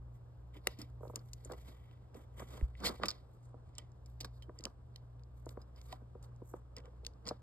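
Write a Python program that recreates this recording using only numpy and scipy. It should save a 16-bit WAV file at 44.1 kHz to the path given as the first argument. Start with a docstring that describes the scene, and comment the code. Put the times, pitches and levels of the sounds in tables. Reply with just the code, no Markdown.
"""Mains hum, low machine rumble and faint room air run throughout: wavering sines over coloured noise.
Over them fingers work a small plastic connector and its wires on a circuit board, close to a hand-held phone.
Struck modes make the plastic tick, a contact spring ping and the plywood bench knock dully;
clumped noise makes wires and cables scrape, and one decaying low sine bumps the phone."""
import sys
import numpy as np
from scipy import signal
from scipy.fft import rfft, irfft, next_fast_len
from scipy.io import wavfile
from scipy.ndimage import map_coordinates

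SR = 44100
rng = np.random.default_rng(int(sys.argv[2]) if len(sys.argv) > 2 else 0)


def how_loud(loudness_db):
    """Turn decibels into a plain amplitude multiplier (0 dB gives 1, 20 dB gives 10)."""
    steps = np.asarray(loudness_db, float) / 20
    return 10 ** steps


def put_to_file(sound):
    """Save the sound as 16-bit audio at rate SR, in the file named by the first command-line argument."""
    columns = np.atleast_2d(sound).T  # one column per channel
    safe = np.clip(columns, -1, 1)
    whole_steps = np.round(safe * 32767)
    wavfile.write(sys.argv[1], SR, whole_steps.astype(np.int16))


N = 327222  # length in samples

# Wavering level of the mains fundamental: start_s, level_db [s, dB rms]
HUM_LEVEL = [(0, -49), (.29, -67), (.43, -54.5), (.68, -53), (.83, -63), (.95, -51), (1.24, -74),
             (1.36, -55), (1.71, -55), (1.98, -62.5), (2.17, -68.5), (2.29, -57.5), (2.75, -50),
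             (3.14, -59), (3.95, -64), (4.09, -54), (4.7, -57.5), (4.8, -73), (5.29, -54), (5.83, -54),
             (6.36, -63), (7.05, -51.5), (7.42, -67.5)]
# Mains fundamental and second harmonic: pitch_hz, pitch_hz [Hz]
MAINS_PITCHES = 60.54, 119.9
# Faint electronic whine: pitch_hz, centre level_db [Hz, dB rms]
WHINE_TONE = (8438, -107)
# Colour of the machine rumble: pitch_hz, level_db [Hz, relative dB per Hz]
RUMBLE_COLOUR = [(13, -55.5), (22, -22), (54, -1.5), (73, 1), (87, -1), (113, -11), (133, -6.5),
                 (146, -10.5), (250, -28), (320, -41), (550, -120)]
# Colour of the room air: pitch_hz, level_db [Hz, relative dB per Hz]
AIR_COLOUR = [(120, -11), (200, 0.5), (450, 1.5), (700, -1), (1000, -5.5), (1300, -12), (1700, -18.5),
              (2200, -24.5), (3500, -23), (5500, -28), (9000, -35.5), (14000, -42), (15000, -67.5)]
# Left-right likeness of the room air: pitch_hz, likeness [Hz, correlation]
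AIR_LIKENESS = [(130, 0.82), (290, 0.64), (640, 0.04), (1400, 0.12), (3100, 0.54), (6000, 0.92),
                (15000, 0.3)]
# Decay of the shop's reverberation: pitch_hz, t60_s [Hz, s]
SHOP_DECAY = [(200, 0.18), (2000, 0.22), (10000, 0.11)]
# Jolts of the phone: start_s, strength_db, pitch_hz, t60_s [s, dB, Hz, s]
PHONE_BUMPS = [(2.626, -8, 54, 0.07)]
# Cables drag on the bench: peak_s, fade_s, level_db [s, s, dB]
CABLE_DRAGS = [(.569, .05, -59), (.68, 0.071, -56.5), (.81, 0.046, -51.5), (1.058, 0.078, -62),
               (1.167, 0.073, -56), (1.337, .08, -73.5), (1.517, .12, -54.5), (1.687, 0.18, -63.5),
               (1.916, .15, -68), (2.16, 0.16, -61), (2.405, 0.081, -52.5), (2.554, 0.17, -53.5),
               (2.85, 0.072, -40), (2.9, 0.079, -44.5), (3.02, .04, -50.5), (3.043, 0.067, -41),
               (3.12, 0.15, -59), (3.572, .15, -68), (3.79, 0.087, -70.5), (4.25, 0.061, -54.5),
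               (4.5, 0.14, -69), (4.59, .05, -70), (4.659, 0.084, -57), (5.378, 0.08, -71.5),
               (5.498, .08, -60.5), (5.607, 0.11, -62), (5.77, .12, -65.5), (5.925, 0.12, -57),
               (6.24, .12, -64), (6.555, 0.067, -56.5), (6.778, .05, -54.5), (6.864, 0.057, -60),
               (7.063, 0.08, -69), (7.275, 0.039, -47), (7.315, 0.064, -51.5)]
# Fingers rub connector and wires: peak_s, fade_s, dull_db, bright_db, wire_hiss_db [s, s, dB, dB, dB]
FINGER_RUBS = [(.15, 0.066, -84, -94, -82), (.545, 0.03, -66.5, -90, -80.5), (.572, 0.026, -59, -75, -73.5),
               (.71, 0.15, -69.5, -67.5, -79), (.81, 0.064, -58, -64.5, -69.5),
               (1.045, 0.064, -83, -95, -74.5), (1.1, .07, -86, -97, -77.5), (1.17, 0.099, -74, -81, -80),
               (1.27, 0.18, -90, -97, -80), (1.46, 0.36, -76.5, -76.5, -79), (1.6, 0.22, -73.5, -81, -76.5),
               (1.687, 0.074, -67, -68, -70), (1.77, 0.36, -75.5, -92.5, -85.5),
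               (1.916, 0.19, -76.5, -89.5, -90.5), (2.17, 0.066, -71, -90, -72),
               (2.22, 0.052, -72.5, -87, -75.5), (2.405, 0.098, -62.5, -82, -65),
               (2.54, .14, -61.5, -66.5, -64), (2.81, 0.12, -68, -69, -75),
               (2.862, 0.04, -38, -33.5, -40.5), (2.92, 0.19, -65.5, -66.5, -70),
               (3.04, 0.052, -55, -58, -90), (3.105, 0.13, -64.5, -62, -76), (3.34, 0.092, -96, -90.5, -85),
               (3.452, .1, -95, -87, -78), (3.68, .07, -83, -89.5, -87), (3.79, 0.088, -66.5, -73, -83),
               (4.1, .1, -97.5, -86, -82.5), (4.215, 0.037, -80, -67, -84), (4.255, .08, -75, -71, -86),
               (4.36, .1, -97, -78, -82.5), (4.43, 0.044, -89, -81, -82), (4.55, 0.056, -97.5, -99, -86),
               (4.59, .05, -70.5, -84, -82.5), (4.655, .07, -79, -72, -75), (4.969, 0.073, -82, -79, -90),
               (5.378, 0.076, -88, -88.5, -81), (5.498, .06, -77, -77, -72),
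               (5.607, 0.064, -85.5, -80.5, -84.5), (5.78, 0.058, -69, -73, -78),
               (5.86, 0.14, -77, -76, -72), (5.917, 0.063, -64.5, -65.5, -70),
               (6.246, 0.027, -76, -70, -68.5), (6.495, 0.1, -94, -100, -70), (6.56, .06, -79, -93, -75.5),
               (6.778, 0.031, -59.5, -74, -76), (6.864, .06, -76.5, -87, -87),
               (7.063, 0.042, -73, -74, -77), (7.275, 0.034, -52.5, -58, -64), (7.32, 0.077, -73, -71, -80)]
# Steady levels of the layers between strokes: dull_db, bright_db, hiss_db, bench_db [dB]
RESTING_LEVELS = -96.5, -102, -97, -73
# Colours of the dull, then the bright plastic stroke: pitch_hz, level_db [Hz, relative dB per Hz]
RUB_COLOURS = [(1200, -25), (1900, -1.5), (2350, 3.5), (2800, -7.5), (3300, -1), (4200, -29)], [(2700, -22),
               (3600, 2), (5700, -8), (7000, -21.5)]
# Colour of the wire hiss: pitch_hz, level_db [Hz, relative dB per Hz]
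WIRE_COLOUR = [(4500, -30), (6000, -2), (8000, -2.5), (9500, -5), (12000, -2), (14000, -10.5), (15800, -17),
               (16500, -47.5)]
# Colour of the friction that drives the bench: pitch_hz, level_db [Hz, relative dB per Hz]
DRAG_COLOUR = [(90, -23), (180, 5), (280, 1), (500, 1.5), (800, 0), (1200, -9.5), (1600, -8), (2300, -42)]
# Modes of the plywood bench: pitch_hz, level_db [Hz, relative dB]
BENCH_MODES = [(175, 0), (225, 1.5), (290, 2.5), (370, 0.5), (485, 2), (600, 0), (760, -2.5), (960, 2),
               (1190, 6.5), (1450, 3), (1700, 1)]
# Bench knocks: start_s, peak_db, strongest pitch_hz, t60_s, breadth_octaves [s, dB, Hz, s, octaves]
BENCH_KNOCKS = [(.566, -49.5, 312, .088, 0.37), (0.6694, -31, 570, 0.024, 0.95),
                (0.7863, -43.5, 271, 0.057, 0.54), (0.816, -46.5, 270, 0.064, 0.27),
                (1.007, -47, 496, 0.026, 0.71), (1.0317, -39.5, 545, 0.042, 0.68),
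                (1.052, -42, 595, 0.027, 0.68), (1.0689, -44, 443, 0.06, 0.81),
                (1.0972, -41, 525, 0.025, 0.77), (1.135, -43.5, 486, 0.03, 0.7),
                (1.1765, -48.5, 393, 0.015, 0.56), (1.4556, -45.5, 443, .03, 0.77),
                (1.4983, -38.5, 527, 0.019, 0.93), (1.513, -38.5, 507, 0.018, 1),
                (1.5207, -40, 490, .035, 0.72), (1.534, -43.5, 518, 0.027, .83),
                (2.1492, -45, 444, 0.03, 0.51), (2.1696, -50, 280.6, 0.034, 0.85),
                (2.399, -40, 517, 0.028, 0.87), (2.4198, -38, 520, .029, 0.93),
                (2.5525, -57, 345, 0.019, 0.38), (2.6123, -40.5, 260, 0.0068, 0.78),
                (2.8198, -54.5, 506, .015, 0.87), (2.836, -37.5, 920, 0.067, 1),
                (2.853, -40, 640, 0.077, 1), (2.872, -30, 380, 0.0035, 1),
                (2.9978, -37.5, 505, 0.0081, .65), (3.0343, -21.5, 860, 0.018, 1),
                (3.0848, -41.5, 1150, 0.074, .61), (3.5412, -43, 447, 0.047, 0.89),
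                (3.781, -51.5, 600, 0.079, 0.94), (4.205, -49.5, 453, 0.09, 1),
                (4.2455, -39.5, 1180, 0.028, 0.93), (4.4802, -48.5, 302, 0.077, 0.48),
                (4.494, -40.5, 583, 0.031, 0.8), (4.597, -47, 260, 0.026, 0.91),
                (4.655, -40, 400, 0.014, 0.87), (4.6668, -41.5, 590, 0.028, 0.85),
                (5.4649, -36, 504, .023, 0.8), (5.5725, -35.5, 527, 0.021, 0.84),
                (5.9268, -37, 774, .037, 0.32), (6.0173, -50, 305, 0.037, .8),
                (6.151, -41.5, 481, 0.048, 0.76), (6.4179, -40.5, 372, 0.03, 0.86),
                (6.5374, -34, 523, 0.019, 0.9), (6.5449, -48.5, 457, .021, .65),
                (6.7712, -51.5, 480, 0.085, .17), (6.788, -52.5, 474, 0.051, .16),
                (6.8421, -53, 481, 0.07, .12), (6.8757, -54, 474, .059, .2),
                (7.031, -52.5, 467, 0.059, 0.63), (7.0648, -57, 470, .063, .17),
                (7.269, -43, 500, .089, 0.3), (7.3096, -30, 490, 0.017, 0.91),
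                (7.3167, -41, 590, 0.03, 0.48)]
# Left-right balance of the knocks: start_s, pan_db [s, dB left over right]
KNOCK_BALANCE = [(0, -2), (3.3, -5), (3.8, -0.5), (7.4, 1)]
# Modes of the contact spring: pitch_hz, level_db [Hz, relative dB]
SPRING_MODES = [(3090, -4), (3230, -18.5)]
# A contact spring let go: start_s, peak_db, t60_s [s, dB, s]
SPRING_PINGS = [(3.788, -45, 0.034), (4.424, -52.5, 0.051), (4.432, -58.5, 0.047), (4.654, -41, 0.02),
                (4.959, -54.5, 0.026), (6.790, -71.5, 0.024), (6.838, -70, 0.027), (7.067, -61, 0.025)]
# Modes of the connector shell: pitch_hz, level_db [Hz, relative dB]
SHELL_MODES = [(1950, -5.5), (2300, -11.5), (2650, -10), (3100, -5), (3680, 1), (4380, 6), (4940, 7),
               (5400, 2), (6200, 1.5), (7200, 3.5), (8450, -5), (9350, -4.5)]
# Plastic ticks: start_s, peak_db, strongest pitch_hz, t60_s, crack_db [s, dB, Hz, s, dB over ring before lift]
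PLASTIC_TICKS = [(.567, -59, 2350, .008, -24), (0.5736, -57, 2060, .027, -22),
                 (.671, -21.5, 2170, 0.0076, 2), (0.7878, -51, 5200, 0.064, -7),
                 (0.816, -38.5, 4940, 0.022, -12), (.9, -72, 9060, .008, 1), (1.008, -71, 9100, 0.0056, -6),
                 (1.079, -62, 4100, 0.016, -5), (1.1581, -29, 8100, 0.011, -6.5),
                 (1.1916, -56.5, 4700, 0.028, -15), (1.287, -70, 5000, 0.011, 2),
                 (1.333, -37.5, 7060, 0.015, -8), (1.4485, -41.5, 8600, 0.03, -29),
                 (1.5198, -47.5, 4900, 0.016, 0.5), (1.5332, -55.5, 1860, 0.049, -10),
                 (1.9124, -55.5, 2300, 0.0045, -11), (2.144, -58, 2520, 0.031, -6),
                 (2.3881, -59, 2120, .073, -13), (2.3957, -45.5, 2160, 0.0094, -4.5),
                 (2.6111, -43, 1810, 0.003, -12), (2.7522, -48.5, 2100, .016, -40),
                 (2.803, -64.5, 2030, 0.0054, 15), (2.8543, -41.5, 2320, 0.038, 2),
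                 (2.879, -40, 4100, 0.0067, 5), (3.0346, -22.5, 2210, 0.017, -23.5),
                 (3.0555, -45.5, 2190, 0.034, 6), (3.0837, -22.5, 4700, 0.036, -19),
                 (3.105, -27.5, 4540, 0.017, -20), (3.1133, -31.5, 4660, .0055, -24),
                 (3.7522, -55, 6500, 0.011, -8), (3.7822, -36, 6920, 0.011, 2),
                 (3.918, -63, 6640, .01, -14), (4.06, -55, 7000, .021, -8.5),
                 (4.2045, -43.5, 4500, 0.0085, 3), (4.2086, -34, 4350, 0.031, -11),
                 (4.2313, -54, 4060, 0.015, -10), (4.246, -36.5, 4030, 0.03, -12),
                 (4.4225, -58.5, 3080, 0.042, -4), (4.5888, -41, 5940, .011, -30),
                 (4.6072, -53, 4540, 0.01, -2), (4.6389, -33.5, 7000, .01, -26),
                 (4.6533, -27, 4340, 0.0054, -3.5), (4.96, -45, 3360, 0.0084, -5),
                 (5.2356, -54, 5550, .0038, -25), (5.4585, -53, 8700, 0.013, -9.5),
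                 (5.491, -56, 4870, 0.0086, 8.5), (5.616, -57, 5100, 0.036, -15),
                 (5.7613, -56, 4830, 0.029, -18), (5.815, -45.5, 4960, 0.0056, -6),
                 (5.9259, -39.5, 2610, .015, -10), (6.2268, -56.5, 8900, 0.02, -3),
                 (6.362, -63.5, 6970, 0.0075, -11), (6.7661, -39, 5040, 0.012, -8.5),
                 (6.7832, -44, 5040, 0.0065, -19), (6.8023, -56.5, 2180, 0.011, -10),
                 (6.8557, -56.5, 2260, 0.013, -7.5), (7.049, -40.5, 2950, 0.0079, -8),
                 (7.0656, -39, 3130, 0.0074, 6), (7.2547, -49.5, 4250, 0.0079, -24),
                 (7.2667, -36.5, 4840, .006, -13), (7.273, -33, 4940, 0.0054, -16),
                 (7.2814, -31.5, 7120, 0.0042, -18), (7.288, -30.5, 5140, 0.027, -13.5)]
# Left-right balance of the ticks as the phone turns away: start_s, pan_db [s, dB left over right]
TICK_BALANCE = [(0, 2), (1.5, 4), (3.05, 1), (3.3, 0.5), (3.8, -0.5), (7.4, 0.5)]
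# Colour of a tick's crack: pitch_hz, level_db [Hz, relative dB per Hz]
CRACK_COLOUR = [(800, -24), (2000, 2.5), (5000, 6), (10000, -4), (14000, -10), (16000, -20), (17000, -50.5)]
# The phone body's shading of the near sounds: pitch_hz, shade_db [Hz, dB left over right]
BODY_SHADE = [(60, -6), (130, -8), (290, -1), (640, -1.5), (1410, 1.5), (3100, -1.5), (6820, -2),
              (15000, 0.5)]
# Level of the near sounds' top treble: start_s, level_db [s, dB]
TREBLE_LEVEL = [(0, 1.5), (.67, 5), (1.2, 3.5), (1.7, 3), (2.8, -1.5), (3.35, 3.5), (3.45, -11.5),
                (3.8, -5.5), (4.1, 4), (4.65, -1), (5.401, 3), (5.849, 1.5), (6.3, -2), (6.49, 4),
                (6.6, -3), (7.42, -2)]
# Fixed phase difference of the recorder's stereo widening: pitch_hz, phase_rad [Hz, radians left over right]
WIDENING_PHASE = [(0, 0), (600, -.85), (1500, 0), (2150, 1), (3200, 2.5), (5000, 1.4), (7490, 5.8),
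                  (10900, 9.9), (13500, 13.8), (16400, 18)]

OCTAVE_DB, OCTAVE_WAVER_DB = -58.5, 3.1  # second mains harmonic
BUMP_LAG_S = 0.001  # the jolt reaches the left side later
FADE_DB, RISE_SHARE = 24, 0.71  # a stroke falls this far in its fade time; its rise takes this share of it
STROKE_ROUND = 1.16  # above 1 a stroke holds near its peak before it fades
SLIP_DB = 2.6  # depth of the slow stick-slip clumps on plastic and wires
PLASTIC_DAMPING = 0.06  # width over frequency of the rubbed shell's modes
PAN_SCATTER_DB = 1.2
FAINT_DB, FAINT_SPREAD_DB, FAINT_T60_S = -66, 6.5, 0.0089  # faint ticks at random moments
CRACK_FLOOR = 0.45  # a crack has no body below this share of the struck region's pitch
CRACK_LIFT_DB = 4.5  # added to every crack
TOP_HZ = 10500  # where the top treble begins


def unit(x):
    """Scale to rms 1."""
    return x / np.sqrt(np.mean(x ** 2) + 1e-20)


def along(points, hz):
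    """Read a curve of (Hz, value) points on a log frequency axis."""
    f, v = np.transpose(points)
    return np.interp(np.log(hz + 1), np.log(f + 1), v)


def over_time(points, s):
    """Read a curve of (s, value) points."""
    return np.interp(s, *np.transpose(points))


def wobble(rate):
    """A smooth random curve with rate knots a second."""
    knots = rng.standard_normal(int(N * rate / SR) + 4)
    return map_coordinates(knots, [np.arange(N) * rate / SR])


def filtered(x, response):
    """Shape x by a complex response of frequency."""
    m = next_fast_len(N + 8192)
    return irfft(rfft(x, m) * response(np.fft.rfftfreq(m, 1 / SR)), m)[..., :N]


def through(x, modes, damping):
    """Pass x through an object's resonances, a sum of band-pass modes of alternating sign."""
    def response(f):
        total = 0
        for k, (centre, db) in enumerate(modes):
            loss = 1j * f * damping * centre
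            total = total + (-1) ** k * how_loud(db) * loss / (centre * centre - f * f + loss)
        return total
    return filtered(x, response)


def noise(spectrum, alike):
    """Stereo noise of rms 1 with a given colour and left-right likeness, built from mid and side."""
    def colour(hz):
        turn = np.arccos(np.clip(along(alike, hz), -1, 1)) / 2
        return how_loud(along(spectrum, hz)) * [np.cos(turn), np.sin(turn)]
    mid, side = filtered(rng.standard_normal((2, N)), colour)
    return unit(np.array([mid + side, mid - side]))


def add(track, s, sound, pan_db):
    """Mix one sound in at time s, panned."""
    start = round(s * SR)
    track[:, start:start + len(sound)] += how_loud([[pan_db / 2], [-pan_db / 2]]) * sound


def pan(points, s):
    """Left-right dB of a blow at time s, with random scatter."""
    return over_time(points, s) + PAN_SCATTER_DB * rng.standard_normal()


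def ring(modes, centre_hz, octaves, t60, t, late, soft):
    """A blow rings the modes near where it lands, those longest; low modes arrive later, as bending waves do."""
    hz, db = np.transpose(modes)[:, :, None]
    draw = rng.standard_normal((len(hz), 3))
    off = (np.log2(hz / centre_hz) / octaves) ** 2
    db = db - 6 * off + 2.1 * draw[:, :1]
    delay = late * (np.sqrt(300 / hz) - np.sqrt(300 / hz.max()))
    age = np.maximum(t - delay, 0)
    life = t60 * (centre_hz / hz) ** 0.24 / (1 + 0.22 * off)
    swell = 1 - np.exp(-age * hz / soft)
    blow = how_loud(db - 60 * age / life)
    after_ring = how_loud(db - 18.5 - 22 * age / life)  # weaker and slower to fade
    detuned_hz = hz * (1 + 0.027 * draw[:, 1:2])
    tones = np.sin(2 * np.pi * detuned_hz * age + 2 * draw[:, 2:])
    sound = np.sum((blow + after_ring) * swell * tones, 0)
    return sound / np.abs(sound).max()


def strokes(rows, resting_db):
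    """Gain of each friction layer: stroke powers swell, fade and add to the resting level."""
    t = np.arange(N) / SR
    power = how_loud(np.reshape(resting_db, (-1, 1))) ** 2
    for s, fade, *db in rows:
        away = np.maximum((t - s) / fade, (s - t) / (RISE_SHARE * fade))
        shape = how_loud(-2 * FADE_DB * away ** STROKE_ROUND)
        power = power + how_loud(np.reshape(db, (-1, 1))) ** 2 * shape
    return np.sqrt(power)


def workshop():
    """Wavering mains lines and a faint whine lie over noise-made rumble and room air."""
    t = np.arange(N) / SR

    def line(hz, db, drift):
        return np.sqrt(2) * how_loud(db) * np.sin(2 * np.pi * hz * t + drift * wobble(5))

    fundamental = line(MAINS_PITCHES[0], over_time(HUM_LEVEL, t), drift=0.4)
    octave = line(MAINS_PITCHES[1], OCTAVE_DB + OCTAVE_WAVER_DB * wobble(6), drift=0.12)
    whine = line(WHINE_TONE[0], WHINE_TONE[1] + 5 * wobble(2), drift=0.4)
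    rumble = how_loud(-59.5) * noise(RUMBLE_COLOUR, [(60, 0.93), (250, 0.8)])
    air = how_loud(-69.5 + 0.8 * wobble(3)) * noise(AIR_COLOUR, AIR_LIKENESS)
    return fundamental + octave + whine + rumble + air


def walls(x):
    """The room answers with a noise tail in which each frequency dies at its own speed."""
    hz, t, z = signal.stft(rng.standard_normal((2, SR // 2)), SR, nperseg=256)
    decay = how_loud(-60 * t / along(SHOP_DECAY, hz)[:, None])
    tail = signal.istft(z * decay, SR, nperseg=256)[1]
    delayed = np.pad(x, ((0, 0), (90, 0)))  # samples
    return signal.fftconvolve(delayed, tail / np.linalg.norm(tail[0]), axes=1)[:, :N]


def bump():
    """The hand jolts the phone: a few slow, decaying cycles, nearly alike on both sides."""
    out = np.zeros((2, N))
    lag = BUMP_LAG_S * np.array([[0.5], [-0.5]])
    for s, db, hz, t60 in PHONE_BUMPS:
        age = np.maximum(np.arange(N) / SR - s - lag, 0)
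        swell = 1 - np.exp(-age * hz)
        out += how_loud(db - 60 * age / t60) * swell * np.sin(2 * np.pi * hz * age)
    return out


def scrape():
    """Stick-slip friction: noise in short clumps, hissing on wires and exciting plastic and bench modes."""
    slip = wobble(120)
    plastic = []
    for colour in RUB_COLOURS:
        grains = noise(colour, [(1000, 0.94)]) * how_loud(SLIP_DB * slip + 0.8 * wobble(500))
        plastic.append(unit(through(grains, SHELL_MODES, PLASTIC_DAMPING)))
    dull, bright = plastic
    hiss = unit(noise(WIRE_COLOUR, [(1000, 1.0)]) * how_loud(SLIP_DB * slip + 1.5 * wobble(500)))
    drag = noise(DRAG_COLOUR, [(300, 0.65), (1200, 0.24)]) * how_loud(1.9 * slip + 1.9 * wobble(50))
    bench = unit(through(drag, BENCH_MODES, damping=0.21))
    rub = strokes(FINGER_RUBS, RESTING_LEVELS[:3])
    drag_gain = strokes(CABLE_DRAGS, RESTING_LEVELS[3])
    return rub[0] * dull + rub[1] * bright + rub[2] * hiss + drag_gain * bench


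def knocks():
    """The board and its cables tap the plywood, ringing its low modes."""
    bench, t = np.zeros((2, N + SR)), np.arange(SR // 8) / SR
    for s, db, hz, t60, octaves in BENCH_KNOCKS:
        sound = ring(BENCH_MODES, hz, max(octaves, 0.1), t60, t, late=0.004, soft=0.59)
        add(bench, s, how_loud(db) * sound, pan(KNOCK_BALANCE, s))
    return bench[:, :N]


def pings():
    """A small metal spring in the connector sings after some ticks, as decaying sines."""
    spring, t = np.zeros((2, N + SR)), np.arange(SR // 8) / SR
    for s, db, t60 in SPRING_PINGS:
        sound = sum(how_loud(db + level - 60 * t / t60) * np.sin(2 * np.pi * hz * t) for hz, level in SPRING_MODES)
        add(spring, s, sound, pan_db=-12.5)
    return spring[:, :N]


def faint(count):
    """Rows of small ticks, scattered at random in time, level and pitch."""
    rows = []
    for when, size, place in rng.random((count, 3)):
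        db = FAINT_DB + FAINT_SPREAD_DB * (2 * size - 1)
        rows.append((when * N / SR, db, 1900 * 2.74 ** place, FAINT_T60_S, -10))
    return rows


def ticks():
    """The connector shell rings briefly under a broadband crack of decaying noise."""
    shell, cracks = np.zeros((2, N + SR)), np.zeros((2, N + SR))
    t = np.arange(SR // 10) / SR
    for s, db, hz, t60, crack_db in PLASTIC_TICKS + faint(count=10):
        side = pan(TICK_BALANCE, s)
        sound = ring(SHELL_MODES, hz, 0.47, t60, t, late=0.0005, soft=0.27)
        add(shell, s, how_loud(db) * sound, side)
        envelope = (1 - np.exp(-t / 0.00054)) * how_loud(-60 * t / (1.16 * t60))
        burst = envelope * rng.standard_normal(len(t))
        burst = signal.lfilter(*signal.butter(2, CRACK_FLOOR * hz, "high", fs=SR), burst)
        add(cracks, s, how_loud(db + crack_db + CRACK_LIFT_DB) * burst, side)
    return shell[:, :N] + filtered(cracks[:, :N], lambda hz: how_loud(along(CRACK_COLOUR, hz)))


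def scene():
    """Near handling, shaded by the phone's body and with moving top treble, in the shop."""
    background = workshop()
    hits = knocks() + pings() + ticks()
    sides = np.array([[1], [-1]])
    near = filtered(hits + scrape(), lambda hz: how_loud(along(BODY_SHADE, hz) / 2 * sides))
    top = filtered(near, lambda hz: hz > TOP_HZ)
    top_gain = how_loud(over_time(TREBLE_LEVEL, np.arange(N) / SR))
    near = near + (top_gain - 1) * top
    return background + how_loud(-27.0) * walls(hits) + bump() + near


def band_limit(x):
    """A steep low-pass at the top of the band."""
    return signal.sosfilt(signal.butter(12, 16800, fs=SR, output="sos"), x)


def record(dry):
    """The recorder's stereo widening: a fixed phase difference, left over right, half of it on each side."""
    f, phase = np.transpose(WIDENING_PHASE)
    sides = np.array([[1], [-1]])
    mix = filtered(dry, lambda hz: np.exp(0.5j * np.interp(hz, f, phase) * sides))
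    return band_limit(mix)


dry = scene()
out = record(dry)
put_to_file(out)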